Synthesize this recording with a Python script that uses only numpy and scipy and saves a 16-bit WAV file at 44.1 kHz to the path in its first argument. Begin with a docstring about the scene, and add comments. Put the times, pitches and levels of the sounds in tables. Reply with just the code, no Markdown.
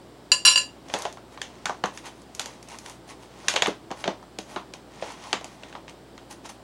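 """Dropped fork and foil pouch

A steel fork clinks on a stoneware plate and chatters to rest, each bounce a hard crack and a ring.
Two hands then flex a foil food pouch and pull it open: panels pop, creases snap, fingers rustle
over the foil and the dry food shifts inside. Behind it all is a small room with a fan and mains hum.
A fast limiter holds down the clinks."""
import sys
import numpy as np
from scipy import signal
from scipy.fft import rfft, irfft, next_fast_len
from scipy.io import wavfile
from scipy.ndimage import uniform_filter1d, minimum_filter1d

SR = 44100
rng = np.random.default_rng(int(sys.argv[2]) if len(sys.argv) > 2 else 0)


def to_wav(sig):
    """Store sig (one row per channel, or 1-D mono) as 16-bit WAV at the path in sys.argv[1].

    Samples outside -1..1 are clipped; the rate is SR.
    """
    pcm = np.clip(np.atleast_2d(sig), -1, 1) * 32767
    pcm = np.round(pcm).astype(np.int16)
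    wavfile.write(sys.argv[1], SR, pcm.T)  # frames by channels


N = 292383

# The fork's hits on the plate. Each row: start in seconds, level in dB,
# the handle's share of the blow from 0 to 1, loss per bounce in dB.
FORK_HITS = [(0.3178, -8, 0.1, 11), (.451, -4, 0.66, 6.5), (.4741, -7, 0.59, 7), (0.506, -18.5, .6, 3),
             (.558, -13.5, .05, 26.5), (0.5766, -15.5, 0, 10), (.611, -28.5, 0.4, 15)]
# The ring of fork on plate. Each row: pitch in Hz, level in dB,
# ring time in seconds before ring_scale shortens it, extra dB when the handle strikes.
CLINK_MODES = [(560, -22, .2, -9), (1024, -16, .16, 3), (1394, -24, .2, 5), (1713, -15, .14, 2),
               (2309, -26, .12, 3), (2684, -4, .07, -4), (2746, -5, .09, 0), (2822, -1, .1, 1),
               (2900, -5, .08, 4), (3241, -22, .09, 10), (3954, -17, .08, 13), (4043, -10, .08, 12),
               (4118, -7, .08, 0), (4675, -4, .05, -2), (4718, 1, .08, -3), (4775, -5, .06, -3),
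               (5590, -19, .16, 22), (5755, -10, .1, -8), (6690, -16, .07, 0), (6998, -13, .1, -3),
               (7123, -6, .13, 2), (7480, -18, .14, 12), (7553, -17, .13, 7), (8350, -17, .15, 6),
               (8925, -19, .15, 6), (9500, -17, .12, 2), (10230, -21, .13, 1), (10620, -27, .12, 25),
               (11250, -25, .1, 4), (12580, -23, .09, 3), (14730, -26, .08, 8)]


def fork(ring_db=-6, ring_scale=0.71, scatter_db=-2.5, crack_db=-6, crack_t60=0.017, scrape_db=4,
         bounces=5, bounce_s=0.0075, directions=3, wet_db=-5):
    """The fork chatters after each hit; every bounce cracks and rings the modes at new strengths."""
    out, t = np.zeros(N), np.arange(SR // 4) / SR
    hz, mode_db, t60, handle_db = np.transpose(CLINK_MODES)
    modes = fade(t, ring_scale * t60[:, None]) * np.exp(2j * np.pi * hz[:, None] * t)
    crack_band = signal.butter(2, [900, 10000], "band", fs=SR, output="sos")
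    for start, db, handle, loss_db in FORK_HITS:
        for bounce in range(bounces):
            scatter = scatter_db * rng.standard_normal((directions, len(hz)))
            strengths = amp(mode_db + handle * handle_db + scatter)
            phases = np.exp(2j * np.pi * rng.random(strengths.shape))
            ring = np.real(strengths * phases @ modes)
            crack = signal.sosfilt(crack_band, rng.standard_normal(ring.shape) * fade(t, crack_t60))
            blow = amp(ring_db) * ring + amp(crack_db + handle * scrape_db) * crack
            add(out, start + bounce * bounce_s, in_room(amp(db - bounce * loss_db) * blow, wet_db))
    return out


# The pouch buckling. Each row: start in seconds, pop pitch in Hz, pop level in dB,
# crack level in dB, crack brightness in dB per octave.
BUCKLES = [(0.8843, 520, -46, -53.5, 1.5), (.899, 610, -42, -41.5, -15), (0.9386, 613, -22, -26.5, -3.5),
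           (0.9874, 630, -50, -57, 10.5), (1.021, 920, -40, -42.5, 4), (1.0523, 660, -26, -33, -8),
           (1.1258, 500, -49, -50.5, 2.5), (1.1717, 966, -42, -53, -11), (1.375, 824, -41.5, -45, -18),
           (1.4158, 710, -39, -30, -4), (1.656, 1110, -24.5, -27, -3.5), (1.6953, 824, -24, -41, -4),
           (1.8384, 790, -21.5, -27.5, -9.5), (1.8577, 1300, -34.5, -40.5, -0.5),
           (1.9744, 796, -62, -38.5, -4.5), (2.218, 900, -67, -64, 6), (2.349, 780, -67, -48, 5),
           (2.395, 800, -34.5, -30, 0.5), (2.415, 800, -61, -38.5, -2), (2.458, 626, -42, -40.5, 1.5),
           (2.627, 700, -58, -52.5, 3), (2.686, 800, -62, -53, 4), (2.7864, 600, -70, -46, 3),
           (2.8605, 1090, -51, -42, -2), (2.8968, 810, -46, -50, 3.5), (3.4831, 730, -30.5, -16.5, -2.5),
           (3.5383, 490, -30, -32, -4.5), (3.5595, 600, -27.5, -28, -8), (3.5623, 770, -25, -20, -7.5),
           (3.6216, 745, -22, -17.5, -6.5), (3.6594, 870, -24, -23, -22), (3.6702, 965, -28, -43, 4.5),
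           (3.6801, 410, -24, -45, -17), (3.9056, 806, -35, -47, -12), (3.9133, 730, -30.5, -40.5, -4),
           (4.0408, 750, -32, -29, -12.5), (4.0573, 575, -27.5, -58, -8), (4.077, 717, -21.5, -29, -11.5),
           (4.227, 800, -42, -66, 2), (4.3865, 604, -35.5, -36, -1), (4.5612, 950, -26.5, -34, -17),
           (4.7368, 730, -42.5, -40.5, -2), (5.024, 594, -28, -41, -18), (5.329, 816, -24, -21.5, -7),
           (5.4105, 700, -39, -52, -1), (5.4436, 790, -39, -40, -0.5), (5.6337, 654, -43, -41.5, -11),
           (5.7263, 800, -50, -45, -13), (5.7517, 840, -34, -43.5, -24), (5.88, 800, -49, -44, -14),
           (6.178, 920, -47, -46.5, -7)]
# Shaken food landing in the pouch. Each row: start in seconds, level in dB.
FOOD_THUDS = [(1.838, -29), (3.679, -32), (3.908, -36.5), (4.0778, -24), (4.387, -36.5), (4.563, -33.5),
              (5.331, -30.5)]


def pouch_snaps(wet_db=-5):
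    """Foil panels pop as their creases crack, and the food thuds against the bottom."""
    out, t = np.zeros(N), np.arange(SR // 10) / SR
    for start, pop_hz, pop_db, crack_db, tilt_db in BUCKLES:
        snap = amp(pop_db) * panel_pop(pop_hz, t) + amp(crack_db) * crease(tilt_db, t)
        add(out, start, in_room(snap, wet_db))
    for start, db in FOOD_THUDS:
        add(out, start, in_room(amp(db) * thump(t), wet_db))
    return foil_body(out)


def panel_pop(hz, t, tone_db=3, ring_cycles=12, body_db=-3, body_t60=0.032,
              rebound_s=0.00955, rebound_db=-7):
    """A panel flips with a short hollow tone, a flutter and a thump, then springs back once."""
    overtone = amp(-12) * np.sin(2 * np.pi * 2.145 * hz * t)
    tone = (np.sin(2 * np.pi * hz * t) + overtone) * fade(t, ring_cycles / hz)
    band = hz * np.array([0.65, 1.45])
    rebound = flutter(band, np.maximum(t - rebound_s, 0), body_t60)
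    body = flutter(band, t, body_t60)
    thump_db = -16 - 4 * np.log2(hz / 750)  # larger, lower panels thump more
    flip = amp(tone_db) * tone + amp(body_db) * body + amp(thump_db) * thump(t)
    return flip + amp(rebound_db) * rebound


# The crack, snap and fizz of a crease. Each row: low edge in Hz, high edge in Hz.
CREASE_BANDS = [(1380, 3860), (3900, 7460), (7800, 12560)]


def crease(tilt_db, t, band_db=(-2, -4, -9.5), crack_t60=0.019, bite_hz=3200, bite_t60=0.016):
    """A crease cracks across three bands and rings briefly; the tighter it is, the brighter."""
    octaves = np.log2(CREASE_BANDS).mean(axis=1)
    gains = amp(band_db + tilt_db * (octaves - octaves[0]))
    crack = sum(gain * flutter(band, t, crack_t60) for band, gain in zip(CREASE_BANDS, gains))
    ring_hz = bite_hz * np.exp(0.037 * rng.standard_normal())
    bite = 2 * np.sin(2 * np.pi * ring_hz * t) * fade(t, bite_t60)
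    return crack + amp(-9) * bite


def thump(t, hollow_db=-2, hollow_hz=195, hollow_t60=0.13):
    """The whole pouch is jolted and the air inside rings."""
    hollow = np.sin(2 * np.pi * hollow_hz * t) * fade(t, hollow_t60)
    return flutter(band_hz=(244, 492), t=t, t60=0.033) + amp(hollow_db) * hollow


def flutter(band_hz, t, t60, direct_scale=0.61, rise_s=0.0005, directions=4):
    """A sharp noise burst in one band, new in each direction and tightest on the direct path."""
    decays = t60 * np.where(np.arange(directions) == 0, direct_scale, 1)
    attack = 1 - np.exp(-t / rise_s)
    burst = rng.standard_normal((directions, len(t))) * fade(t, decays[:, None]) * attack
    wave = signal.sosfilt(signal.butter(3, band_hz, "band", fs=SR, output="sos"), burst)
    energy = 0.006 * SR  # as much as 6 ms at rms 1
    return np.sqrt(energy) * wave / np.linalg.norm(wave, axis=1, keepdims=True)


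# Finger strokes on the pouch. Each row: peak time in seconds, half width in seconds,
# level in dB, sharpness of the crease from 0 to 1.
FINGER_STROKES = [(0.99, 0.063, -48, .3), (1.333, .013, -60.5, 0.8), (1.56, 0.15, -62.5, 0.05),
                  (1.969, 0.023, -54.5, 0.85), (2.067, .017, -45.5, 0.32), (2.18, 0.041, -67.5, .8),
                  (2.464, 0.078, -55.5, .3), (2.727, 0.031, -51, 0.4), (2.883, 0.041, -54, 0.8),
                  (3.103, 0.017, -49.5, 0.46), (3.228, 0.018, -60, 0.6), (3.457, 0.11, -57, 0.27),
                  (3.522, 0.038, -48.5, 0.3), (4.005, .025, -52.5, 0.64), (4.524, 0.041, -54, 0.6),
                  (4.962, 0.039, -58.5, .1), (5.081, 0.044, -48, .2), (5.266, 0.061, -50.5, 0.27),
                  (5.52, 0.037, -61.5, 0.66), (5.658, 0.057, -61, 0), (5.896, 0.0058, -52, 0),
                  (6.317, .01, -49, 0.9), (6.458, .009, -45.5, 0.25), (6.499, 0.0067, -46, 0.85)]
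# The tone of dry food, rubbed foil and a tight crease. Each row: frequency in Hz, relative level in dB.
FOOD_SPECTRUM = [(200, -21), (500, 5), (900, 12.5), (1700, 0.5), (2800, -2), (6000, -7), (14000, -66)]
FOIL_SPECTRUM = [(900, -28), (2000, 14), (3500, 6), (6500, -1.5), (9500, -2), (12000, -38), (16000, -41.5)]
SHARP_SPECTRUM = [(1500, -7), (4000, -2), (7000, -5), (10000, 1), (12500, -4), (16000, -6)]


def rustle(food_db=2, foil_db=-2, settle_t60=0.13, food_settle_db=-16, foil_settle_db=-26.5, wet_db=-4):
    """Fingers rub the foil in swells and the food shifts behind it; both settle after each snap."""
    t = np.arange(N) / SR
    food, foil, sharp = np.zeros((3, N))
    for peak, half_width, db, sharpness in FINGER_STROKES:
        distance = (t - peak) / half_width
        swell = amp(db) * np.exp(-np.minimum(distance ** 2, 60) / 2)
        food += amp(food_db) * swell
        foil += amp(foil_db) * np.sqrt(1 - sharpness ** 2) * swell
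        sharp += sharpness * swell
    settling = fade(t[:SR // 2], settle_t60)
    for start, _, pop_db, crack_db, _ in BUCKLES:
        add(food, start, amp(pop_db + food_settle_db) * settling)
        add(foil, start, amp(crack_db + foil_settle_db) * settling)
    food *= crinkle(FOOD_SPECTRUM, clicks_per_s=650, spread_db=1, rub_db=-6)
    foil *= crinkle(FOIL_SPECTRUM, clicks_per_s=700, spread_db=8, rub_db=0)
    sharp *= crinkle(SHARP_SPECTRUM, clicks_per_s=410, spread_db=7.5, rub_db=5.5)
    rubbing = food + foil + sharp
    reverb = signal.fftconvolve(rubbing, room_tail())[:N]
    return foil_body(rubbing + amp(wet_db) * reverb)


def crinkle(spectrum, clicks_per_s, spread_db, rub_db):
    """Tiny clicks of uneven size over a smooth rub."""
    sizes = amp(spread_db * np.minimum(rng.exponential(size=N), 4))
    clicks = (rng.random(N) < clicks_per_s / SR) * sizes * rng.choice([-1, 1], N)
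    return coloured(unit(clicks) + amp(rub_db) * rng.standard_normal(N), spectrum)


def crease_ticks(tick_db=-8, spread_db=4, tilt_db=2, per_stroke=2, wet_db=-6):
    """Small creases tick at random under each stroke, louder the harder the fingers press."""
    out, t = np.zeros(N), np.arange(SR // 20) / SR
    for peak, half_width, db, _ in FINGER_STROKES:
        for offset, size in rng.uniform(-1, 1, (per_stroke, 2)):
            tick = amp(db + tick_db + spread_db * size) * crease(tilt_db, t)
            add(out, peak + half_width * offset, in_room(tick, wet_db))
    return foil_body(out)


def foil_body(x, cut_hz=130, sheet_hz=6400, sheet_q=7, sheet_db=-2):
    """The small pouch radiates no bass, and its stiff sheet has a bright resonance."""
    x = signal.sosfilt(signal.butter(3, cut_hz, "high", fs=SR, output="sos"), x)
    return x + amp(sheet_db) * signal.lfilter(*signal.iirpeak(sheet_hz, sheet_q, fs=SR), x)


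# The tone of the fan. Each row: frequency in Hz, relative level in dB.
FAN_SPECTRUM = [(15, -39), (25, -21), (102, -6.5), (175, -2.5), (344, 0.5), (451, -5.5), (677, -6.5),
                (1650, -19.5), (2760, -25), (2990, -22.5), (5000, -26), (6560, -34), (7510, -29.5),
                (10700, -36.5), (16000, -25)]
# Mains hum and electronic whine. Each row: pitch in Hz, level in dB.
HUM_TONES = [(59.6, -60), (119.6, -61), (14000, -77.5), (15730, -77.5)]


def fan_and_hum(fan_db=-49):
    """A bed of steady fan rush, mains hum and a faint whine."""
    t = np.arange(N) / SR
    hum = sum(amp(db) * np.sqrt(2) * np.sin(2 * np.pi * (hz * t + rng.random())) for hz, db in HUM_TONES)
    return amp(fan_db) * coloured(rng.standard_normal(N), FAN_SPECTRUM) + hum


# The small room's decay. Each row: frequency in Hz, reverb time in seconds.
ROOM_DECAY = [(150, 0.135), (700, 0.22), (2500, 0.22), (6000, 0.22), (14000, 0.2)]


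def room_tail(onset_s=0.00064):
    """The room's short reverb at unit energy, new for every path."""
    hz, t, noise = signal.stft(rng.standard_normal(SR // 3), SR, nperseg=256)
    tail = signal.istft(noise * fade(t, along(ROOM_DECAY, hz)[:, None]), SR, nperseg=256)[1]
    tail *= 1 - np.exp(-(np.arange(len(tail)) / SR / onset_s) ** 2)  # the table top answers first
    return tail / np.linalg.norm(tail)


def in_room(waves, wet_db):
    """The first wave arrives directly; the others leave sideways and return from the walls."""
    direct, *aside = waves
    reflections = sum(signal.fftconvolve(wave, room_tail()) for wave in aside)
    out = amp(wet_db) * reflections / np.sqrt(len(aside))
    add(out, 0, direct)
    return out


def amp(db):
    """Decibels to gain."""
    return 10 ** (np.asarray(db) / 20)


def unit(x):
    """x at rms 1."""
    return x / np.sqrt(np.mean(x ** 2) + 1e-20)


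def along(points, hz):
    """A curve of (Hz, value) points, read on a log frequency axis."""
    point_hz, values = np.transpose(points)
    return np.interp(np.log(hz + 1), np.log(point_hz + 1), values)


def fade(t, t60):
    """Exponential decay, 60 dB in t60 seconds."""
    return np.exp(-np.log(1000) * t / t60)


def filtered(x, response):
    """EQ x with a gain given as a function of Hz."""
    size = next_fast_len(N + SR // 2)
    return irfft(rfft(x, size) * response(np.fft.rfftfreq(size, 1 / SR)), size)[:N]


def coloured(x, spectrum):
    """x shaped by a spectrum, at rms 1."""
    return unit(filtered(x, lambda hz: amp(along(spectrum, hz))))


def add(track, start, sound):
    """Mix a sound into the track at start seconds."""
    part = track[round(start * SR):][:len(sound)]
    part += sound[:len(part)]


def scene():
    """Fork, pouch and room tone in mono."""
    return (fork() + pouch_snaps() + rustle() + crease_ticks() + fan_and_hum())[None]


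# The microphone's EQ, dull in the top octave. Each row: frequency in Hz, gain in dB.
MIC_EQ = [(60, -1), (9500, 3.5), (11000, -1.5), (12500, -7.5), (16000, -12.5)]


def record(dry, ceiling=0.82, top_hz=16200):
    """The microphone dulls the top, a fast limiter holds the peaks, and all above top_hz is cut."""
    x = filtered(dry[0], lambda hz: amp(along(MIC_EQ, hz)))
    needed_gain = np.minimum(1, ceiling / (np.abs(x) + 1e-9))
    held_gain = minimum_filter1d(needed_gain, size=130)  # about 3 ms
    gain = uniform_filter1d(held_gain, size=64)
    return filtered(x * gain, lambda hz: hz < top_hz)[None]


dry = scene()
out = record(dry)
to_wav(out)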